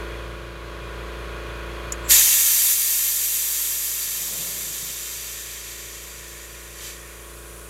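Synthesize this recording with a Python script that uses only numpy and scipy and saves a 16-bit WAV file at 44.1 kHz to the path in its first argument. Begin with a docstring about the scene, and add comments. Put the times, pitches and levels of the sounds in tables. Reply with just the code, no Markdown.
"""Workshop: under an idling vehicle an air valve ticks, opens and dumps its air in a loud hiss.
Shaped noise makes the jet, which dulls as the pressure falls; a low rumble buffets the microphone,
a last puff escapes and a thin leak remains. Exhaust orders and cyclic knocks make the engine.
A gain control ducks under the blast and slowly brings the engine back."""
import sys
import numpy as np
from scipy import signal
from scipy.fft import rfft, irfft, next_fast_len
from scipy.io import wavfile
from scipy.ndimage import map_coordinates

SR = 44100
rng = np.random.default_rng(int(sys.argv[2]) if len(sys.argv) > 2 else 0)


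def master_out(mix):
    """Clip the mix to full scale and print it as 16-bit PCM to the path in sys.argv[1]."""
    frames = np.transpose(np.atleast_2d(mix))
    ceiling = np.clip(frames, -1, 1)
    pcm = np.round(ceiling * 32767).astype(np.int16)
    wavfile.write(sys.argv[1], SR, pcm)


N = 339129
TIME = np.arange(N) / SR


def amp(db):
    """Decibels to gain."""
    return 10 ** (np.asarray(db) / 20)


def unit(x):
    """Scale to rms 1."""
    return x / np.sqrt(np.mean(x ** 2) + 1e-20)


def along(points, hz):
    """(hz, value) points joined on a log axis."""
    point_hz, value = np.transpose(points)
    return np.interp(np.log(hz + 1), np.log(point_hz + 1), value)


def curves(rows, t=TIME):
    """Each column after the time, read at the times t."""
    time_s, *columns = np.transpose(rows)
    return [np.interp(t, time_s, column) for column in columns]


def wobble(rate_hz):
    """A smooth random curve with rate_hz knots a second."""
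    knots = rng.standard_normal(int(N * rate_hz / SR) + 4)
    return map_coordinates(knots, [TIME * rate_hz])


def filtered(x, response):
    """x times a response of frequency."""
    size = next_fast_len(N + 8192)
    spectrum = rfft(x, size) * response(np.fft.rfftfreq(size, 1 / SR))
    return irfft(spectrum, size)[..., :N]


def coloured(x, spectrum):
    """x with the given (hz, db) colour, at rms 1."""
    return unit(filtered(x, lambda hz: amp(along(spectrum, hz))))


def noise():
    """Fresh white noise."""
    return rng.standard_normal(N)


def lift(resonances, hz):
    """The dB that Gaussian (centre_hz, half_width_hz, lift_db) resonances add."""
    return sum(db * np.exp(-((hz - centre) / width) ** 2) for centre, width, db in resonances)


def since(start_s, t=TIME):
    """Seconds gone by since start_s, zero before it."""
    return np.maximum(t - start_s, 0)


def swell(full_s, end_s, rise_db, sag_db, fall_db):
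    """Envelope in dB: rises until full_s, sags, falls further from end_s; slopes in dB per second."""
    return -rise_db * np.maximum(full_s - TIME, 0) - sag_db * since(full_s) - fall_db * since(end_s)


def chassis(x, t60_s, wet_db):
    """Dense reflections from frame and floor comb the sound and give it a short tail."""
    t = np.arange(SR // 4) / SR
    tail = rng.standard_normal(len(t)) * amp(-60 * t / t60_s) * (t > .002)
    return x + amp(wet_db) * signal.fftconvolve(x, tail / np.linalg.norm(tail))[:N]


# room background colour: hz, relative_db
ROOM_COLOUR = [(25, -32), (45, -16), (75, -8), (110, 3), (220, -13), (500, -15), (1000, -12), (4000, -17.5),
               (12000, -46), (16000, -62)]


def workshop(room_db, hum_db):
    """Room rumble and a 120 Hz mains hum that beats against the engine."""
    hum = np.sin(2 * np.pi * 120 * TIME)
    return amp(room_db) * coloured(noise(), ROOM_COLOUR) + amp(hum_db) * unit(hum)


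CYCLE_HZ = 28.55  # mean engine cycle rate
# engine level: time_s, exhaust_db, clatter_db
IDLE_LEVELS = [(0, -33, -37), (.3, -35, -40.5), (.55, -37.5, -42.5), (1, -34.5, -39), (1.5, -34, -38.5),
               (2.1, -33.5, -37), (3.5, -35, -36), (5.5, -33.5, -38.5), (7.69, -32, -37.5)]
# exhaust harmonics of the cycle: order, relative_db
EXHAUST_ORDERS = [(1, -38), (2, 0.5), (3, -20.5), (4, -14.5), (5, -20), (6, -13), (7, -29), (8, -23.5),
                  (9, -32), (10, -27), (11, -23), (12, -8.5), (13, -20), (14, -11.5), (15, -11), (16, -14),
                  (17, -21.5), (18, -13), (19, -15.5), (20, -15.5), (21, -18.5), (22, -34), (23, -28),
                  (24, -24.5)]
# mechanical clatter colour: hz, relative_db
CLATTER_COLOUR = [(400, -12.5), (650, -5.5), (800, -12.5), (1100, -2), (1500, -3.5), (2000, -4), (2800, -6),
                  (4300, -13), (5400, -20), (8000, -21), (13000, -22.5), (15500, -33)]
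# ringing of engine block and covers: centre_hz, half_width_hz, lift_db
BLOCK_MODES = [(993, 24, 9), (1101, 22, 8.5), (1447, 32, 8), (1604, 16, 7.5), (2460, 79, 8), (3330, 160, 5),
               (4250, 200, 2.5), (6470, 620, 4.5), (10200, 250, 4.5)]


def engine(waver_db, loose_db, throb, smear):
    """Two firings a cycle: low exhaust orders, and clatter that partly repeats with every turn."""
    turns = np.cumsum(CYCLE_HZ * (1 + 0.00078 * wobble(5))) / SR
    exhaust_db, clatter_db = curves(IDLE_LEVELS)
    drone = 0
    for order, db in EXHAUST_ORDERS:
        steadiness = .3 if order == 2 else 1  # firing order wavers least
        # silencer and walls smear each pulse into a ragged falling sweep
        lead = smear * order ** 2 + rng.normal(0, 0.12)
        level = amp(db + steadiness * waver_db * wobble(7))
        drone = drone + level * np.sin(2 * np.pi * (order * turns + lead))
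    # same knocks each cycle, loose rattle on top
    size = round(SR / CYCLE_HZ / 2)
    one_turn = unit(irfft(np.exp(2j * np.pi * rng.random(size))))
    knocks = map_coordinates(one_turn, [turns % 1 * len(one_turn)], mode="grid-wrap")
    knocks = filtered(knocks, lambda hz: 1 / (1 + (hz / 2000) ** 4))
    firing = 1 + throb * np.cos(2 * np.pi * 2 * turns)
    blows = (knocks + amp(loose_db) * noise()) * firing
    clatter = filtered(blows, lambda hz: amp(along(CLATTER_COLOUR, hz) + lift(BLOCK_MODES, hz)))
    return amp(exhaust_db) * unit(drone) + amp(clatter_db) * unit(clatter)


# valve tick: start_s, level_db
TICK_EVENT = (1.9218, -30.3)
# steel valve modes: pitch_hz, relative_db, t60_s
VALVE_MODES = [(6487, -2, 0.042), (6900, 7, 0.04), (7784, -15, 0.061), (11000, -12, 0.05),
               (11700, -7, 0.051), (14840, -20, 0.045)]


def tick(crack_db, crack_t60_s):
    """The valve unseats: a sharp crack and a brief steel ring."""
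    start_s, level_db = TICK_EVENT
    t = since(start_s)
    ring = sum(amp(db - 60 * t / t60_s) * np.sin(2 * np.pi * hz * t) for hz, db, t60_s in VALVE_MODES)
    crack = coloured(noise(), [(3500, -30), (5200, -8), (7000, 8.5), (8500, -6), (12500, -11), (16000, -26)])
    onset = 1 - np.exp(-t / 0.00049)
    blow = (ring + crack * amp(crack_db - 60 * t / crack_t60_s)) * onset
    return chassis(amp(level_db) * blow, t60_s=0.073, wet_db=-14)


# moving-air rumble colour: hz, relative_db
BUFFET_COLOUR = [(30, -25), (80, -15), (180, -1.5), (260, -12), (550, -8), (800, -16.5), (1300, -27),
                 (3000, -26)]
# gusts thumping the microphone: time_s, level_db
THUMP_EVENTS = [(4.345, -31), (4.54, -35), (4.67, -36), (4.708, -32), (4.832, -32.5), (4.898, -32)]
# thump colour: hz, relative_db
THUD_COLOUR = [(40, -20), (90, -3), (170, -1), (260, -12), (500, -17), (1200, -45)]


def draught(level_db):
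    """The vented air reaches the microphone as a soft, fluttering rumble with a few low thumps."""
    flutter_db = 1.5 * wobble(40)
    passing_db = swell(full_s=4.33, end_s=4.9, rise_db=64, sag_db=15.5, fall_db=100)
    rumble = unit(amp(flutter_db) * coloured(noise(), BUFFET_COLOUR))
    gusts = sum(amp(db) * np.exp(-((TIME - time_s) / 0.01) ** 2) for time_s, db in THUMP_EVENTS)
    return amp(level_db + passing_db) * rumble + gusts * coloured(noise(), THUD_COLOUR)


OPEN_S, SNAP_S = 2.103, .0055  # valve half open; snap time constant


def opening():
    """How far the valve has snapped open, 0 to 1."""
    return .5 + .5 * np.tanh((TIME - OPEN_S) / (2 * SNAP_S))


LEAK_FULL_S, LEAK_DB, LEAK_RISE_DB_PER_S, LEAK_CREEP_DB_PER_S = 4.9, -44, 10, 3
# pinhole hiss colour: hz, relative_db
LEAK_COLOUR = [(5000, -19), (8600, -9), (9200, -6), (9700, -4), (10250, -4.5), (10900, -11), (13000, -11),
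               (16000, -22)]


def leak():
    """The last air seeps through a pinhole: a thin hiss grows in, then creeps up."""
    rise_db = LEAK_RISE_DB_PER_S * np.maximum(LEAK_FULL_S - TIME, 0)
    level_db = LEAK_DB - rise_db + LEAK_CREEP_DB_PER_S * since(LEAK_FULL_S)
    hiss = coloured(chassis(noise(), t60_s=0.066, wet_db=-3), LEAK_COLOUR)
    return opening() * amp(level_db) * hiss


# pipe's low resonances: hz, relative_db
PIPE_COLOUR = [(1200, -26), (1650, -4.5), (1870, 6.5), (2050, -4), (2280, 2), (2500, 0), (2900, -7),
               (3700, -7), (4600, -38), (8000, -50)]
# pipe whistle: centre_hz, half_width_hz, lift_db
WHISTLE_MODES = [(4600, 71, 14)]


def rush(level_db):
    """As the pressure runs out, slower air sounds the pipe's low resonances and a faint whistle."""
    hollow = filtered(noise(), lambda hz: amp(along(PIPE_COLOUR, hz) + lift(WHISTLE_MODES, hz)))
    passing_db = swell(full_s=5.4, end_s=7.14, rise_db=22, sag_db=2.1, fall_db=28)
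    return amp(level_db + passing_db) * unit(hollow)


# broad jet colour: hz, relative_db
JET_COLOUR = [(300, -32.5), (700, -22.5), (900, -17), (1400, -13), (1900, -4), (3000, 1.5), (5200, -3.5),
              (6200, 7), (7500, 3), (10000, -5), (12000, 3.5), (14000, -3.5), (15600, -9.5)]
# exhaust port and chassis peaks and notches: centre_hz, half_width_hz, lift_db
PORT_MODES = [(1497, 80, -5.7), (1673, 30, -3.9), (2029, 82, -8.8), (2199, 48, -3.7), (2323, 30, -9.0),
              (2411, 64, -4.8), (2565, 36, -7.3), (2746, 30, 5.7), (2813, 251, -8.8), (2986, 55, -9.0),
              (3266, 92, -8.6), (3509, 125, -5.0), (3832, 49, -6.0), (4445, 450, -6.3), (4612, 108, 10.0),
              (5383, 104, -6.8), (5586, 33, -6.7), (5744, 90, -4.7), (6381, 371, -6.6), (6577, 39, -4.2),
              (7667, 92, -5.3), (7875, 132, 4.9), (7943, 55, -7.7), (8379, 39, -4.5), (9364, 272, 3.0),
              (10104, 44, 3.5), (11020, 49, 4.9), (11397, 42, -3.7), (11504, 57, 3.6), (11857, 116, 4.6)]


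def port_air(tilt):
    """Turbulence ringing the port, brightened by tilt(t) dB per kHz, with a slight sputter."""
    air = chassis(noise(), t60_s=.16, wet_db=-11)
    air = unit(filtered(air, lambda hz: amp(along(JET_COLOUR, hz) + lift(PORT_MODES, hz))))
    hz, t, bins = signal.stft(air, SR, nperseg=256)
    khz_above_centre = (hz[:, None] - 7000) / 1000
    air = signal.istft(bins * amp(tilt(t) * khz_above_centre), SR, nperseg=256)[1][:N]
    return air * amp(0.33 * wobble(25) + 0.33 * wobble(250))


PUFF_S, PUFF_SCALE_S, PUFF_DB, PUFF_TILT_DB_PER_KHZ = 6.862, 0.051, -23.5, -1.1


def puff():
    """A last soft, dull puff swells and dies in the same port."""
    swelling = 1 / np.cosh((TIME - PUFF_S) / PUFF_SCALE_S)
    return amp(PUFF_DB) * swelling * port_air(lambda t: PUFF_TILT_DB_PER_KHZ)


WEEP_S, WEEP_DB = 2.05, -45  # seat weeps just before opening
SHRIEK_DB, SHRIEK_END_S, SHRIEK_FALL_DB_PER_S = -18, 2.5, 62
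NARROW_HZ, WIDE_HZ, SINK_S = 7450, 6160, .11  # gap pitches; glide time constant


def seat(width_hz):
    """The narrow gap shrieks in a band of noise that sinks as the valve opens."""
    weep = amp(WEEP_DB + swell(WEEP_S, OPEN_S, rise_db=900, sag_db=0, fall_db=200))
    shriek = opening() * amp(SHRIEK_DB - SHRIEK_FALL_DB_PER_S * since(SHRIEK_END_S))
    centre_hz = WIDE_HZ + (NARROW_HZ - WIDE_HZ) * np.exp(-since(OPEN_S - 2 * SNAP_S) / SINK_S)
    carrier = np.sin(2 * np.pi * np.cumsum(centre_hz) / SR)
    band = unit(filtered(noise(), lambda hz: 1 / (1 + (hz / width_hz) ** 4)))
    return (weep + shriek) * unit(band * carrier)


TRAVEL_DB, TRAVEL_S = 5.5, 0.14  # remaining valve travel after the snap
SETTLE_S, SETTLE_DB, DRAIN_DB_PER_S = 2.734, 1.7, 5.5  # valve settles, tank drains
UNCHOKE_S, SPENT_DB_PER_S = 5.12, 3  # extra fade once no longer choked


def flow():
    """Flow strength, 1 at full blast: sudden opening, short hold, long fade with the pressure."""
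    travel_db = TRAVEL_DB * np.exp(-since(OPEN_S) / TRAVEL_S)
    settle_db = SETTLE_DB * (.5 + .5 * np.tanh((TIME - SETTLE_S) / 0.025))
    drain_db = DRAIN_DB_PER_S * since(SETTLE_S) + SPENT_DB_PER_S * since(UNCHOKE_S)
    return opening() * amp(-travel_db - settle_db - drain_db)


DULL_S, DULL_OVER_S = 3.5, 2.2
OPEN_DB_PER_KHZ, KEEN_DB_PER_KHZ, SPENT_DB_PER_KHZ = -0.17, 0.29, -0.74


def jet_tilt(t):
    """The jet sharpens until the valve settles, and dulls once the pressure is low."""
    time_s = [OPEN_S, SETTLE_S, DULL_S, DULL_S + DULL_OVER_S]
    tilt = [OPEN_DB_PER_KHZ, KEEN_DB_PER_KHZ, KEEN_DB_PER_KHZ, SPENT_DB_PER_KHZ]
    return np.interp(t, time_s, tilt)


BLAST_DB, FIZZ_DB, FIZZ_POWER = -3.5, -9, 2.24  # fizz fades FIZZ_POWER times as fast in dB
# choked jet's fizz colour: hz, relative_db
FIZZ_COLOUR = [(3000, -25.5), (5200, -5), (7500, -12), (8800, 4), (10000, 2), (12500, 0), (14300, 4),
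               (15700, -9.5)]


def jet():
    """The main blast roars through the port; only the strongest flow adds a fine fizz on top."""
    strength = flow()
    roar = amp(BLAST_DB) * strength * port_air(jet_tilt)
    fizz = amp(FIZZ_DB) * strength ** FIZZ_POWER * coloured(noise(), FIZZ_COLOUR)
    return roar + fizz


def scene():
    """The room, the engine and the escaping air, all heard at the centre."""
    background = workshop(room_db=-46.5, hum_db=-52)
    idle = engine(waver_db=1.18, loose_db=-4.0, throb=0.065, smear=.058)
    valve = tick(crack_db=16, crack_t60_s=0.018)
    air = leak() + draught(level_db=-30) + rush(level_db=-35.8) + puff() + seat(width_hz=480) + jet()
    mid = background + idle + valve + air
    return np.array([mid, mid])


def gain_control(x, threshold_db, attack_s, release_db_per_s):
    """The gain sinks while the output is over the threshold, and creeps back at a steady rate."""
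    size = 220  # samples per level reading
    power = np.mean(x[:, :N // size * size].reshape(2, -1, size) ** 2, axis=(0, 2))
    cut_db, cuts_db = 0, []
    for level_db in 10 * np.log10(power + 1e-12):
        excess_db = max(level_db - cut_db - threshold_db, 0)
        cut_db = max(cut_db + (excess_db / attack_s - release_db_per_s) * size / SR, 0)
        cuts_db.append(cut_db)
    centres = (np.arange(len(cuts_db)) + .5) * size
    return x * amp(-np.interp(np.arange(N), centres, cuts_db))


TOP_HZ = 15800


def record(dry):
    """Gain control, soft rounding of the highest peaks, then a sharp band limit."""
    held = gain_control(dry, threshold_db=-17.5, attack_s=0.073, release_db_per_s=1.1)
    rounded = held / (1 + np.abs(held / .88) ** 8) ** (1 / 8)
    return filtered(rounded, lambda hz: hz < TOP_HZ)


dry = scene()
out = record(dry)
master_out(out)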